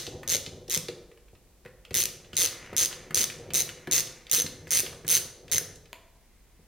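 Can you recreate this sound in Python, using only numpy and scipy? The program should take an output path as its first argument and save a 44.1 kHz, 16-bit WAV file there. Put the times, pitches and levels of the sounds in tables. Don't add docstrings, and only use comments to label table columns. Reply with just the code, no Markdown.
import sys
import numpy as np
from scipy import signal
from scipy.fft import rfft, irfft
from scipy.io import wavfile

SR = 44100
rng = np.random.default_rng(int(sys.argv[2]) if len(sys.argv) > 2 else 0)


def store_wav(level_fs):
    pcm = np.round(np.clip(np.atleast_2d(level_fs), -1, 1) * 32767)
    wavfile.write(sys.argv[1], SR, pcm.T.astype(np.int16))


N = 294147
LEAD = 13230

# phase 0 at rest, 90 fastest, 180 at rest again.
# first tooth t/s, last tooth t/s, tooth count, first phase/deg, last phase/deg,
# first level/dB, bend t/s, bend level/dB, last level/dB,
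# middle modes level/dB, treble level/dB, upper over lower middle modes/dB, top modes boost/dB
BACK_STROKES = [(-.13, -0.031, 17, 29.3, 160, -16.5, 3.3, -16.5, -17, -6, -8, -2, 0),
                (0.2768, 0.3663, 14, 29, 156, -22.5, .343, -17.5, -20.5, -2.5, -9, 5.5, 4.5),
                (0.6972, 0.775, 12, 35.4, 166, -22.5, 3, -17, -19.5, -4, -9, 4.5, 6.5),
                (1.9426, 2.0551, 17, 30.8, 175, -17.5, 2.0, -18.5, -19.5, -3.5, -2, -0.5, 2),
                (2.3674, 2.46, 16, 36.4, 135.5, -22, 2, -16, -18.5, -2.5, -2.5, 6, -2),
                (2.766, 2.858, 17, 29.2, 158, -20.5, 2, -14.5, -20.5, -2, -3, 7.5, -2),
                (3.1456, 3.241, 17, 22.8, 155, -17.5, 2, -15, -21, -0.5, -2.5, 0.5, -3),
                (3.5358, 3.6201, 16, 31, 152, -19.5, 2, -17.5, -20, -3.5, -1.5, 2.5, -1.5),
                (3.9124, 4.0055, 18, 24.3, 150.7, -20, 2.5, -15.5, -19, -1, -4.5, 4.5, 1.5),
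                (4.3141, 4.4198, 18, 24.7, 164, -17.5, 4, -15, -21.5, -2.5, -2.5, -2, 0),
                (4.7064, 4.8038, 19, 30.7, 151, -18, 7.5, -17.5, -19.5, -4, -2, 3, -1.5),
                (5.0792, 5.182, 19, 25, 148, -17, 5.5, -14.5, -22.5, -5, 1, 1.5, -6),
                (5.5157, 5.5818, 11, 63, 145, -18.5, 7, -22.5, -16.5, -2.5, -1.5, 6, -5)]
# f/Hz, level/dB
PAWL_SNAP = [(350, -57.5), (600, -27.5), (1070, -19.5), (4010, -5), (4800, -7), (6250, -6), (7280, -11.5),
             (14600, -11.5), (15800, -15.5), (16500, -35.5)]
# f/Hz, level/dB, t60/s, left over right/dB, left phase lead/rad
HEAD_MODES = [(2066, -15, 0.015, 5.5, 2.5), (4010, -13, .006, 8.5, -0.5), (6222, -4, 0.019, 4.5, 0.17),
              (6450, -6, 0.01, 4, 1.54), (6530, -14, 0.0086, 12, 3.26), (8980, -10.5, 0.0058, 16.5, -0.7),
              (9676, -10.5, 0.0077, 14.5, 1.83), (11750, -11.5, 0.016, -0.5, -2),
              (12600, -10.5, .008, -6, -1.5), (14350, -6, 0.006, 2, -4.5)]
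# t/s, level/dB, centre f/Hz
SLACK_TICKS = [(0.0665, -21, 4200), (0.2319, -26.5, 1800), (0.4628, -21, 4200), (0.6802, -32, 5600),
               (0.884, -20.5, 3970), (1.115, -42.5, 2496), (1.174, -44, 2470), (1.284, -48, 2500),
               (1.351, -45.5, 2880), (1.6503, -37, 2210), (1.6602, -31.5, 2150), (1.679, -42.5, 2000),
               (1.8502, -32.5, 2960), (1.908, -28.5, 2576), (1.931, -36, 7430), (2.246, -39, 3240),
               (2.3314, -26, 3040), (2.343, -36, 7000), (2.354, -31, 6500), (2.4713, -18.5, 4700),
               (2.5273, -29.5, 2040), (2.66, -35, 3000), (2.7302, -28, 1730), (2.911, -28, 2000),
               (2.9279, -23.5, 3720), (3.1075, -24, 1690), (3.2995, -22.5, 2770), (3.322, -31, 2200),
               (3.5047, -26, 2580), (3.678, -33, 2130), (3.6912, -22, 3020), (3.8725, -23, 1700),
               (4.071, -26.5, 5340), (4.268, -31.5, 3710), (4.297, -28, 5800), (4.4628, -18.5, 4360),
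               (4.671, -31, 1920), (4.678, -38, 7000), (4.691, -38.5, 6510), (4.851, -30, 3800),
               (4.929, -32, 1500), (4.8628, -21.5, 2850), (5.0473, -32.5, 1710), (5.066, -30.5, 6500),
               (5.4804, -34.5, 3280), (5.497, -37.5, 4000), (5.757, -38, 7400), (5.8563, -41, 3570)]
# t/s, level/dB
SCRAPE_LEVELS = [(1.7, -84), (2.2, -73), (2.6, -51), (3.3, -63.5), (4.0, -60), (5.9, -77)]
# f/Hz, level/dB, t60/s
SOCKET_MODES = [(675, -4, 0.048), (996, 2, 0.021), (2390, 2, 0.013), (5000, 6.5, 0.0046)]
# t/s, upper modes level/dB, bass modes level/dB
HOUSING_BLOWS = [(0.074, -30, -42), (0.345, -23.5, -40), (0.468, -38, -42.5), (0.683, -35.5, -61),
                 (0.764, -27, -38.5), (0.885, -28, -47), (1.329, -45, -51), (1.653, -37.5, -48.5),
                 (1.908, -28.5, -37.5), (2.329, -34.5, -41), (2.432, -30, -51), (2.725, -30.5, -37.5),
                 (3.104, -34.5, -44.5), (3.196, -26.5, -48), (3.501, -40.5, -48.5), (3.872, -27, -37.5),
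                 (4.381, -30, -55.5), (4.441, -29.5, -34), (4.668, -40, -49.5), (4.83, -32.5, -43),
                 (5.043, -38, -40), (5.545, -36.5, -35), (5.608, -31.5, -44), (6.589, -53.5, -56.5)]
# f/Hz, level/dB, t60/s
HOUSING_MODES = [(98, -11, 0.13), (149, -1, 0.05), (193, -3, 0.021), (265, -11.5, 0.072), (378, 0, 0.036),
                 (473.2, 3.5, 0.034), (526.5, -7, 0.06), (645, -10.5, 0.029)]
# t/s, level/dB
RUB_LEVELS = [(0.0, -34), (0.95, -49.5), (1.56, -63), (2.03, -47.5), (3.55, -35), (4.27, -55.5),
              (4.55, -40), (5.52, -41.5), (6.06, -71), (6.67, -65)]
# f/Hz, t60/s
ROOM_DECAY = [(300, 0.9), (800, 0.92), (2100, 0.51), (5500, 0.55), (14600, 0.28)]
# f/Hz, level/dB
WALL_TONE = [(300, 1.5), (2500, 0), (5000, -1), (6300, -2.5), (8000, 0.5), (14000, 0.5)]
# f/Hz, side over mid/dB
STEREO_WIDTH = [(100, -16.5), (700, -42), (3800, -64.5), (5500, -5), (9000, -3), (15000, 3.5)]
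# f/Hz, level/dB
HISS_TONE = [(12, -21), (20, -11), (51, -4), (75, -16), (1140, -33.5), (1240, -37.5), (1510, -36.5),
             (7100, -39.5), (15200, -42.5), (16500, -46)]
# f/Hz, side over mid/dB
HISS_WIDTH = [(60, -13), (600, -5.5), (1400, -10), (7000, 1)]

CHATTER_S, CHATTER_DB = .002, -8
TOOTH_SPREAD_DB, TOOTH_SPREAD_S = 1.6, .0003
THIN_DB, THIN_S, THIN_HZ = -7.5, .0079, 3500


def gear_teeth():
    times, level_db, stroke_age = [], [], []
    for first, last, count, phase_0, phase_1, first_db, bend, bend_db, last_db, *_ in BACK_STROKES:
        phases = np.radians([phase_0, phase_1])
        positions = np.linspace(*np.cos(phases), round(count))
        t = np.interp(np.arccos(positions), phases, [first, last])
        bend = np.clip(bend, first, last)
        times += list(t)
        stroke_age += list(t - first)
        level_db += list(np.interp(t, [first, bend, last], [first_db, bend_db, last_db]))
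    luck = rng.standard_normal((len(times), 2))
    gains = amp(level_db + TOOTH_SPREAD_DB * luck[:, 1])
    return times + TOOTH_SPREAD_S * luck[:, 0], gains, np.array(stroke_age)


def pawl_snap(times, gains, stroke_age):
    _, treble_db, _, _ = stroke_tone()
    clicks = strikes(times, gains)
    rattle = chatter(clicks, CHATTER_S, CHATTER_DB) - clicks
    side_rattle = chatter(clicks, CHATTER_S, CHATTER_DB + 1) - clicks
    contact = amp(6.5) * cut(clicks, 1, 5000, "high")
    side = colour(colour(side_rattle, PAWL_SNAP), STEREO_WIDTH)
    snap = stereo(colour(contact + rattle, PAWL_SNAP), side)
    treble = cut(snap, 2, 7400, "high")
    body = cut(snap, 1, THIN_HZ, "low")
    thin_db, = in_time(np.transpose([times, THIN_DB * np.exp(-stroke_age / THIN_S)]))
    return amp(12) * (snap + (amp(treble_db) - 1) * treble + (amp(thin_db) - 1) * body)


def head_ring(times, gains, wander_db=2.5, held_t60_s=.016):
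    middle_db, treble_db, tilt_db, top_db = stroke_tone()
    drift = signal.lfilter([.6], [1, -.8], rng.standard_normal((len(times), len(HEAD_MODES))), axis=0)
    rings = 0
    for k, (hz, mode_db, t60, pan_db, lead) in enumerate(HEAD_MODES):
        if 5500 < hz < 7400:
            tone_db = middle_db + np.sign(hz - 6250) * tilt_db / 2
        else:
            tone_db = treble_db * (hz > 7400) + top_db * (hz > 10500)
        clicks = strikes(times, gains * amp(mode_db + wander_db * drift[:, k]))
        shaken = chatter(clicks, CHATTER_S, CHATTER_DB - 7)
        mode = amp(tone_db) * ring(shaken, hz, min(t60, held_t60_s))
        left = amp(pan_db / 2) * (mode * np.exp(1j * lead)).imag
        rings = rings + np.array([left, amp(-pan_db / 2) * mode.imag])
    left, right = cut(rings, 2, 1500, "high")
    side = cut(left - right, 8, 5000, "high")
    return stereo(left + right, side) / 2


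def slack_ticks(fade_s=.0051):
    out, length = np.zeros((2, N + LEAD)), round(.03 * SR)
    fade = np.exp(-np.arange(length) / SR / fade_s)
    for t, tick_db, hz in SLACK_TICKS:
        mid, side = rng.standard_normal((2, length)) * fade
        tone = [(500, -22), (hz / 2, -5), (hz, 0), (hz * 1.4, -8), (2.8 * hz, -20), (16000, -28)]
        mid, side = colour(mid, tone), colour(colour(side, tone), STEREO_WIDTH)
        start = round(t * SR) + LEAD
        out[:, start:start + length] += amp(tick_db + 10) * stereo(mid, side) / np.sqrt(np.sum(mid ** 2))
    return out


def socket_scrape(grains_per_s=1500):
    grit = rng.standard_normal(N + LEAD) * (rng.random(N + LEAD) < grains_per_s / SR)
    return amp(in_time(SCRAPE_LEVELS)[0]) * rms_one(ring(grit, hz=2100, t60=.0038).imag)


def socket_pop(at_s=5.9302):
    pop = strikes([at_s], .58)
    rattle = chatter(pop, CHATTER_S / 2, CHATTER_DB + 2.5)
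    crack = colour(rattle, [(500, -38), (1500, 7.5), (4500, 9), (12000, -7)])
    hollow = sum(amp(mode_db) * ring(pop, hz, t60).imag for hz, mode_db, t60 in SOCKET_MODES)
    return amp(-19) * crack + amp(-34.5) * hollow


def housing(tooth_times, gains, uneven_db=4.5):
    times, upper_db, bass_db = np.transpose(HOUSING_BLOWS)
    luck = rng.standard_normal((len(times), len(HOUSING_MODES)))
    grip = rms_one(signal.lfilter([1], [1, -.9995], rng.standard_normal(N + LEAD)))
    rub = amp(in_time(RUB_LEVELS)[0] - 43 + uneven_db * grip) * rng.standard_normal(N + LEAD)
    jolts = strikes(tooth_times, amp(-31) * gains * rng.standard_normal(len(gains)))
    out = 0
    for k, (hz, mode_db, t60) in enumerate(HOUSING_MODES):
        push_db = bass_db - .5 if hz < 250 else upper_db - 12.5
        hits = strikes(times + .003, amp(push_db + 2 * luck[:, k]))
        blows = chatter(hits, fade_s=.0087, bounce_db=-18.5)
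        out = out + amp(mode_db) * ring(blows + jolts + rub, hz, t60).imag
    return cut(out, 2, [70, 900], "band") * amp([[.4], [-.4]])


def room_echo(sound, early_db=7.5, early_s=.013):
    t = np.arange(round(.8 * SR)) / SR
    edges_hz = 60 * 2 ** np.arange(0, 8.6, .5)
    tails, noise = 0, rng.standard_normal((2, 2, len(t)))
    for k, (low, high) in enumerate(zip(edges_hz, np.minimum(edges_hz[1:], .45 * SR))):
        hz = np.sqrt(low * high)
        band = cut(noise[k % 2], 2, [low, high], "band")
        fade = amp(-60 * t / at_hz(ROOM_DECAY, hz))
        tails = tails + band * fade * amp([[0], [at_hz(STEREO_WIDTH, hz)]])
    tails *= 1 - np.exp(-t / .005)
    tails *= amp(early_db * np.exp(-t / early_s))
    tails /= np.sqrt(np.sum(tails[0] ** 2))
    return stereo(*[signal.oaconvolve(sound, tail)[:len(sound)] for tail in tails])


def hiss(level_db=-60):
    mid, side = (colour(noise, HISS_TONE) for noise in rng.standard_normal((2, N + LEAD)))
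    return amp(level_db) * stereo(mid, colour(side, HISS_WIDTH)) / np.std(mid)


def stroke_tone():
    return in_time([((first + last) / 2, *rest[-4:]) for first, last, *rest in BACK_STROKES])


def strikes(times, gains):
    out = np.full(N + LEAD, 1e-18)
    np.add.at(out, np.round(np.asarray(times) * SR).astype(int) + LEAD, gains)
    return out


def chatter(clicks, fade_s, bounce_db):
    t = np.arange(round(4 * fade_s * SR)) / SR
    shape = signal.oaconvolve(np.abs(clicks), np.exp(-(t / fade_s) ** 2))[:len(clicks)]
    return clicks + amp(bounce_db) * shape * rng.standard_normal(len(clicks))


def ring(x, hz, t60):
    return signal.lfilter([1], [1, -amp(-60 / (t60 * SR)) * np.exp(2j * np.pi * hz / SR)], x)


def colour(x, spectrum):
    hz = np.maximum(np.arange(2049) * SR / 4096, 1)
    cepstrum = irfft(at_hz(spectrum, hz) * np.log(10) / 20)
    cepstrum[1:2048] *= 2
    cepstrum[2049:] = 0
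    return signal.oaconvolve(x, irfft(np.exp(rfft(cepstrum))))[:len(x)]


def cut(x, order, hz, keep):
    return signal.sosfilt(signal.butter(order, hz, keep, fs=SR, output="sos"), x)


def in_time(rows):
    times, *columns = np.transpose(rows)
    return [np.interp((np.arange(N + LEAD) - LEAD) / SR, times, column) for column in columns]


def at_hz(rows, hz):
    freqs, values = np.transpose(rows)
    return np.interp(np.log(hz), np.log(freqs), values)


def stereo(mid, side):
    return np.array([mid + side, mid - side])


def amp(db):
    return 10 ** (np.asarray(db) / 20)


def rms_one(x):
    return x / np.sqrt(np.mean(x ** 2) + 1e-20)


def scene():
    times, gains, stroke_age = gear_teeth()
    snap = pawl_snap(times, gains, stroke_age)
    rings = head_ring(times, gains)
    clatter = snap + slack_ticks() + socket_scrape() + socket_pop() + housing(times, gains)
    to_walls = (clatter + amp(-4.5) * rings).sum(axis=0)
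    echo = amp(-11.5) * room_echo(colour(to_walls, WALL_TONE))
    return (clatter + rings + echo + hiss())[:, LEAD:]


def record(dry, cutoff_hz=17100):
    return signal.sosfilt(signal.cheby2(12, 60, cutoff_hz, fs=SR, output="sos"), dry)


dry = scene()
out = record(dry)
store_wav(out)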